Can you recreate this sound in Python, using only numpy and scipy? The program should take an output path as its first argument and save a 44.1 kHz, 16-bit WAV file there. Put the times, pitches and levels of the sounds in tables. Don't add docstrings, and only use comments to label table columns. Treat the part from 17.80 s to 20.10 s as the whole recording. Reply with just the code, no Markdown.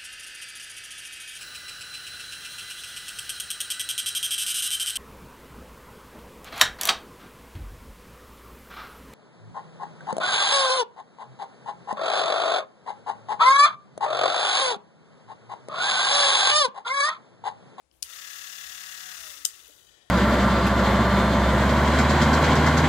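import sys
import numpy as np
from scipy import signal
from scipy.fft import rfft, irfft, next_fast_len
from scipy.io import wavfile
from scipy.ndimage import uniform_filter1d, map_coordinates

SR = 44100
rng = np.random.default_rng(int(sys.argv[2]) if len(sys.argv) > 2 else 0)


def ratio(d):
    e = np.asarray(d, float) / 20
    return 10 ** e


def output_pcm(signal):
    pcm = np.clip(np.atleast_2d(signal).T, -1, 1) * 32767
    wavfile.write(sys.argv[1], SR, np.round(pcm).astype(np.int16))


N = 101429
T = np.arange(N) / SR

# frequency in Hz, level in dB per Hz.
AIR_SPECTRUM = [(59, -66.5), (100, -1.5), (240, -10), (313, -2.5), (625, -4), (1150, -10.5), (1360, -13.5),
                (11000, -18), (12500, -40.5)]
# time in seconds, level in dB.
AIR_SETTLE = [(0, -3.5), (.1, -5.5), (.13, -1), (2.3, 2.5)]
# time in seconds, level in dB.
RUMBLE_LEVEL = [(0.0, -100), (0.04, -84), (0.22, -71), (0.76, -82.5), (0.8, -74), (1.28, -74.5),
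                (1.34, -73), (1.5, -68), (1.53, -79.5), (2.09, -75), (2.3, -80)]
# start in seconds, frequency in Hz, level in dB.
TICKS = [(.1135, 5200, -43.5), (.114, 3000, -47.5), (.224, 89.3, -59.5), (.226, 220, -60),
         (.2265, 480, -57), (.227, 1720, -44.5), (.227, 914, -49), (.14, 3200, -50), (.155, 2850, -59),
         (1.652, 180, -58.5), (1.652, 582.4, -51.5), (1.879, 13250, -26), (1.8792, 9200, -30),
         (1.884, 3580, -39), (1.884, 438.6, -45.5), (1.896, 591, -45.5), (1.895, 295, -49.5)]
# time in seconds, level in dB.
RUB_LEVEL = [(0, -110), (.11, -100), (.125, -68.5), (.22, -71.5), (.3, -110)]
# time in seconds, frequency in Hz, level in dB.
BEARING_SQUEAK = [(2.1, 8050, -130), (2.12, 8020, -69), (2.2, 7500, -72), (2.24, 7400, -130)]
# time in seconds, frequency in Hz, level in dB.
GRIP_HUM = [(1.45, 270, -95), (1.55, 280, -68), (1.66, 290, -65), (1.7, 290, -95)]
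# time in seconds, level in dB, burst length in seconds.
SNAPS = [
    (0.2278, -11, 0.001276),
    (1.6529, -0.5, 0.0009),
]
# frequency in Hz, width in Hz, level in dB.
SWITCH_MODES = [
    [(1190, 900, -29.5), (3200, 930, -9.5), (4432, 261, 0), (4910, 378, 3.5), (6713, 1320, -2.5),
     (9364, 600, 1.5), (10960, 600, -2.5), (14365, 1200, -13)],
    [(1500, 1900, -26), (3230, 582, -5), (4922, 344, 4.5), (5930, 650, -4.5), (7310, 613, 4),
     (9270, 760, -20.5), (10277, 530, -13), (14760, 1400, -15)],
]
# time in seconds, level in dB.
HOUSING_LEVEL = [(.24, -49.5), (.27, -50), (.31, -46), (.4, -47), (.6, -46), (.96, -46), (1.31, -46),
                 (1.5, -44), (1.62, -49), (1.75, -50.5), (1.87, -53), (2.03, -56.5), (2.15, -56),
                 (2.3, -65)]
# frequency in Hz, width in Hz, level in dB.
HOUSING_MODES = [(1320, 272.7, -0.5), (1517, 248.4, 2), (1835.5, 534, 2), (2958, 393, 2.5),
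                 (3042.6, 190.6, 2.5), (3532, 155, -1), (3768, 49.6, 0), (4055, 176, -4.5), (4651, 600, -5),
                 (5941, 1226, -3), (7199, 670, -3.5)]
# frequency in Hz, width in Hz.
SLOW_DIPS = [(1300, 150), (5300, 550)]
# frequency in Hz, level in dB per Hz.
VENT_SPECTRUM = [(6500, -19.5), (7800, 4.5), (9300, 6.5), (10500, 2), (12000, 1), (14400, 4.5),
                 (15700, -1.5)]
# frequency in Hz, width in Hz, level in dB.
COLLET_MODES = [(9040, 56, -2), (10500, 40, -6), (13265, 28, 2), (13900, 41, 2), (14185, 25, -4),
                (14386, 20, -6), (14800, 19, 0.5), (15000, 25, -5), (15260, 120, -7.5), (15600, 150, -11)]
# frequency in Hz, width in Hz, level in dB.
IDLE_MODES = [(400, 200, -14), (1800, 130, 2), (3300, 700, -4)]
LOWER_ORDERS = [(1, 0), (2, 0), (3, 1), (4, 0), (5, 0), (5, 1), (6, 2), (7, 2), (8, 0), (8, 2), (9, 1),
                (10, -1), (10, 1), (10, 2)]
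LOWER_ORDER_DB = [-30, -33, -27, -21, -30, -28, -23, -21, -15, -14, -6, -20, -13, -15]
TURNING_DB_PER_S = [5.5, -4.5, -1, 12, 16, 5.5, 7, -6, 8, 14.5, 3.5, -12.5, 5.5, -0.5]
UPPER_ORDERS = [(15, 0), (15, 1), (15, 2), (16, 2), (16, 3), (18, 2), (18, 3), (19, -2), (19, -1), (21, -1),
                (21, 0), (25, 3)]
UPPER_ORDER_DB = [-16.5, -30, -16, -26, -16.5, -14, -12, -13, -24, -15, -24, -32]
BRUSH_BEATS = (0.056, 0.176, 0.076)
# delay in seconds, level in dB.
ECHOES = [(.0075, -10.5), (.0088, -16), (.012, -22), (.017, -23.5), (.028, -37.5)]
# frequency in Hz, t60 in seconds.
ROOM_T60 = [(300, 0.32), (3000, 0.197), (7000, 0.196), (12000, 0.11)]
# frequency in Hz, level in dB.
FAR_PORT = [(60, 2), (300, -26), (1400, -15), (4400, -27.5), (5800, -40.5), (7000, -19), (10000, -15.5),
            (15000, -17)]

AIR_DB, AIR_RIGHT_DB = -65.5, -10
RUMBLE_HZ, RUMBLE_WIDE_HZ = 59.4, 12.05
TICK_CYCLES = 2.8
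CREEP_S, CREEP_DB, RING_T60_S = .0045, -7, .02
ON_S, SPIN_UP_S, TOP_HZ, DROOP_HZ_PER_S = .226, .045, 185.2, 1.4
COAST_S, SAG_HZ_PER_S, CRAWL_HZ = 1.32, 181, 14
CAGE = .1935
CAGE_DEPTH, CAGE_SPREAD_RAD, CAGE_SHIFT_TURNS = .4, 1.45, .02
JITTER_S = 1.5e-5
BRUSH_DB, VENT_BALLS = -3, .25
DIP_HZ, DIP_WIDE_HZ, DIP_DB = 2309, 505, -8
SLOW_DIP_DEPTH = 0.884
RASP_HZ, RASP_WIDE_HZ, RASP_DEPTH = 3150, 750, .45
VENT_DB, VENT_GROWS_DB = -4.5, 0.3685
COLLET_DB, IDLE_DB = -15, 1
ORDER_FADE, TURN_FROM_S, TURN_TO_S = .014, .6, 1.3
ROOM_DB, ECHO_TOP_HZ = -16, 7550
LAG_S, SCATTERED, SCATTER_TILT = 0.0002806, 1.72, 0.402
RIGHT_GAP_HZ, RIGHT_GAP_WIDE_HZ = 5850, 520
BAND_HZ, SNAP_TOP_HZ, SNAP_OPENS = 15750, 16800, .08


def unit(x):
    return x / np.sqrt(np.mean(x ** 2) + 1e-20)


def along(points, hz):
    f, v = np.transpose(points)
    return np.interp(np.log(hz + 1), np.log(f + 1), v)


def curves(rows):
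    s, *cols = np.transpose(rows)
    return [np.interp(T, s, c) for c in cols]


def wobble(rate_hz):
    return map_coordinates(rng.standard_normal(int(N * rate_hz / SR) + 4), [T * rate_hz])


def filtered(x, response):
    m = next_fast_len(N + SR // 2)
    return irfft(rfft(x, m) * response(np.fft.rfftfreq(m, 1 / SR)), m)[..., :N]


def ringing(modes):
    def response(f):
        return sum((-1) ** k * ratio(db) * 1j * f * wide / (hz * hz - f * f + 1j * f * wide)
                   for k, (hz, wide, db) in enumerate(modes))
    return response


def bump(f, hz, wide_hz):
    return np.exp(-((f - hz) / wide_hz) ** 2)


def pulses(times_s, sizes):
    at = times_s[:, None] * SR
    idx = np.floor(at).astype(int) + np.arange(-7, 9)
    shape = np.sinc(idx - at) * np.cos(np.pi * (idx - at) / 16) ** 2
    return np.bincount(np.clip(idx, 0, N).ravel(), (shape * sizes[:, None]).ravel(), N + 1)[:N]


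def gliding(rows):
    hz, db = curves(rows)
    return ratio(db + 0.89 * wobble(23.0)) * np.sin(2 * np.pi * np.cumsum(hz) / SR)


def air():
    hiss = unit(filtered(rng.standard_normal((2, N)), lambda f: ratio(along(AIR_SPECTRUM, f))))
    low = rng.standard_normal(N) + 0.67 * rng.standard_normal((2, N))
    low = unit(filtered(low, ringing([(RUMBLE_HZ, RUMBLE_WIDE_HZ, 0)])))
    hiss_level = ratio(AIR_DB + curves(AIR_SETTLE)[0])
    rumble_level = ratio(curves(RUMBLE_LEVEL)[0] + 5)
    return (hiss_level * hiss + rumble_level * low) * ratio([[0], [AIR_RIGHT_DB]])


def handling():
    ticks, t = np.zeros(N + SR), np.arange(2000) / SR
    for s, hz, db in TICKS:
        envelope = np.exp(-t * hz / TICK_CYCLES) * (1 - np.exp(-t * hz))
        ticks[round(s * SR):][:len(t)] += ratio(db) * np.sin(2 * np.pi * hz * t) * envelope
    grip = ringing([(3000, 370, 1), (9365, 4400, 0), (14400, 2000, -1.6)])
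    rub = unit(filtered(rng.standard_normal(N), grip))
    rub = ratio(curves(RUB_LEVEL)[0] + 3.3 * wobble(63.4)) * rub
    return ticks[:N] + rub + gliding(BEARING_SQUEAK) + gliding(GRIP_HUM)


def switch():
    out = np.zeros(N)
    for (s, db, length_s), modes in zip(SNAPS, SWITCH_MODES):
        u = T - s
        creep = ratio(CREEP_DB) * np.clip(1 + u / CREEP_S, 0, 1) ** .5 * (u < 0)
        burst = np.exp(-(u / length_s) ** 2) + 0.21 * (u > 0) * ratio(-60 * np.abs(u) / RING_T60_S)
        contacts = unit(rng.standard_normal(N) * ratio(2.47 * rng.standard_normal(N)))
        out += ratio(db) * filtered((creep + burst) * contacts, ringing(modes))
    return out


def shaft_speed():
    spin_up = TOP_HZ * (1 - np.exp(-np.clip(T - ON_S, 0, None) / SPIN_UP_S))
    sag = SAG_HZ_PER_S * np.clip(T - COAST_S, 0, None)
    speed = spin_up - DROOP_HZ_PER_S * (T - ON_S) - sag
    return np.maximum(speed, CRAWL_HZ) * (1 + 0.001264 * wobble(4))


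def ball_contacts(speed, turns, count=14):
    place, load = rng.random(count), rng.normal(0, 1, count)
    lead = rng.normal(0, CAGE_SPREAD_RAD, count)
    at = np.arange(int(turns[-1]))[:, None] + place
    cage_angle = 2 * np.pi * CAGE * at
    size = load * np.clip(1 + CAGE_DEPTH * np.cos(cage_angle + lead), 0, None) ** 2
    shifted = at + CAGE_SHIFT_TURNS * np.sin(cage_angle + 3 * lead)
    times_s = np.interp(shifted, turns, T) + JITTER_S * rng.standard_normal(at.shape)
    balls = unit(pulses(times_s.ravel(), size.ravel()) / np.sqrt(speed))
    return filtered(balls * (speed / TOP_HZ) ** 3.09, lambda f: (1j * f / (1j * f + 1500)) ** 2)


def brush_noise(turns):
    beat = sum(d * np.cos(2 * np.pi * k * turns) for d, k in zip(BRUSH_BEATS, (CAGE, 1, 2)))
    return ratio(BRUSH_DB) * (1 + beat) * rng.standard_normal((2, N))


def housing(drive, turns, fast):
    def shell(f):
        stiff = DIP_HZ ** 2 - f * f
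        dip = (stiff + 1j * f * DIP_WIDE_HZ * ratio(DIP_DB)) / (stiff + 1j * f * DIP_WIDE_HZ)
        return ringing(HOUSING_MODES)(f) * dip * f * f / (f * f + 900 ** 2) / (1 + (f / 8200) ** 8)
    body = unit(filtered(drive, shell))
    slow_bands = filtered(body, lambda f: sum(bump(f, hz, wide) for hz, wide in SLOW_DIPS))
    body = body - SLOW_DIP_DEPTH * np.clip(1.5 - 2 * fast, 0, 1) * slow_bands
    rasp = filtered(body, lambda f: bump(f, RASP_HZ, RASP_WIDE_HZ))
    return body + RASP_DEPTH * np.cos(2 * np.pi * CAGE * turns) * rasp


def shaft_orders(turns, fast):
    out = np.zeros(N)
    hand_s = np.clip(T, TURN_FROM_S, TURN_TO_S) - 1
    slopes = np.pad(TURNING_DB_PER_S, (0, len(UPPER_ORDER_DB)))
    for (m, n), db, slope in zip(LOWER_ORDERS + UPPER_ORDERS, LOWER_ORDER_DB + UPPER_ORDER_DB, slopes):
        level = ratio(db + 1.62 * wobble(14.045) + slope * hand_s) * fast ** (ORDER_FADE * m ** 3)
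        out += level * np.sin(2 * np.pi * ((m + n * CAGE) * turns + rng.random()))
    return out


def motor():
    speed = shaft_speed()
    turns, fast = np.cumsum(speed) / SR, speed / TOP_HZ
    balls, brush = ball_contacts(speed, turns), brush_noise(turns)
    drive = balls + brush[0]
    level_db, = curves(HOUSING_LEVEL)

    body = housing(drive, turns, fast) * np.clip(0.5 + fast, 0, 1)
    vents = unit(filtered(VENT_BALLS * balls + brush[1],
                          lambda f: ratio(along(VENT_SPECTRUM, f)) * (f > 6000)))
    vent_level = ratio(VENT_DB + VENT_GROWS_DB * (level_db - level_db.max()))
    vents = vent_level * np.clip(fast / 0.286, 0, 1) ** 3 * vents
    orders = shaft_orders(turns, fast) * np.clip(7 * fast - 4.8, 0, 1)
    collet = ratio(COLLET_DB) * fast ** 4 * unit(filtered(drive, ringing(COLLET_MODES)))
    idle = ratio(IDLE_DB) * (1 - fast) ** 2 * unit(filtered(drive, ringing(IDLE_MODES)))

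    start = np.clip((T - ON_S) / 0.0127, 0, 1)
    return start * ratio(level_db + 6) * (body + vents + orders + collet + idle)


def workshop(x):
    hz, t, z = signal.stft(rng.standard_normal((2, SR // 2)), SR, nperseg=256)
    decay = ratio(-60 * t / along(ROOM_T60, hz)[:, None])
    tail = signal.istft(z * decay, SR, nperseg=256)[1]
    tail = tail / np.linalg.norm(tail[0])
    wet = signal.fftconvolve(np.pad(x, (250, 0))[None], tail, axes=1)[:, :N]
    echoes = sum(ratio(db) * np.roll(x, round(s * SR)) for s, db in ECHOES)
    return ratio(ROOM_DB) * wet + filtered(echoes, lambda f: 1 / (1 + 1j * f / ECHO_TOP_HZ) ** 2)


def scene():
    clicks = switch()
    near = motor() + handling() + clicks + workshop(clicks)
    smear = rng.standard_normal(3000) * np.exp(-np.arange(3000) / 800)
    scatter = signal.fftconvolve(near[1], smear / np.linalg.norm(smear))[:N]
    far = near[1] + SCATTERED * filtered(scatter, lambda f: (f / 3000) ** SCATTER_TILT)
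    far = filtered(far, lambda f: ratio(along(FAR_PORT, f)) * np.exp(-2j * np.pi * f * LAG_S))
    left, right = np.array([near[0], far]) + air()
    right = filtered(right, lambda f: 1 - np.exp(-((f - RIGHT_GAP_HZ) / RIGHT_GAP_WIDE_HZ) ** 6))
    return np.array([left, right])


def band_limit(x):
    return signal.sosfilt(signal.butter(12, 16800, fs=SR, output="sos"), x)


def record(dry):
    low = filtered(dry, lambda f: f < BAND_HZ)
    snap = np.clip(uniform_filter1d(np.abs(dry[0]), size=200) / SNAP_OPENS, 0, 1) ** 2
    high = filtered(snap * (dry - low), lambda f: f < SNAP_TOP_HZ)
    return band_limit(low + high)


dry = scene()
out = record(dry)
output_pcm(out)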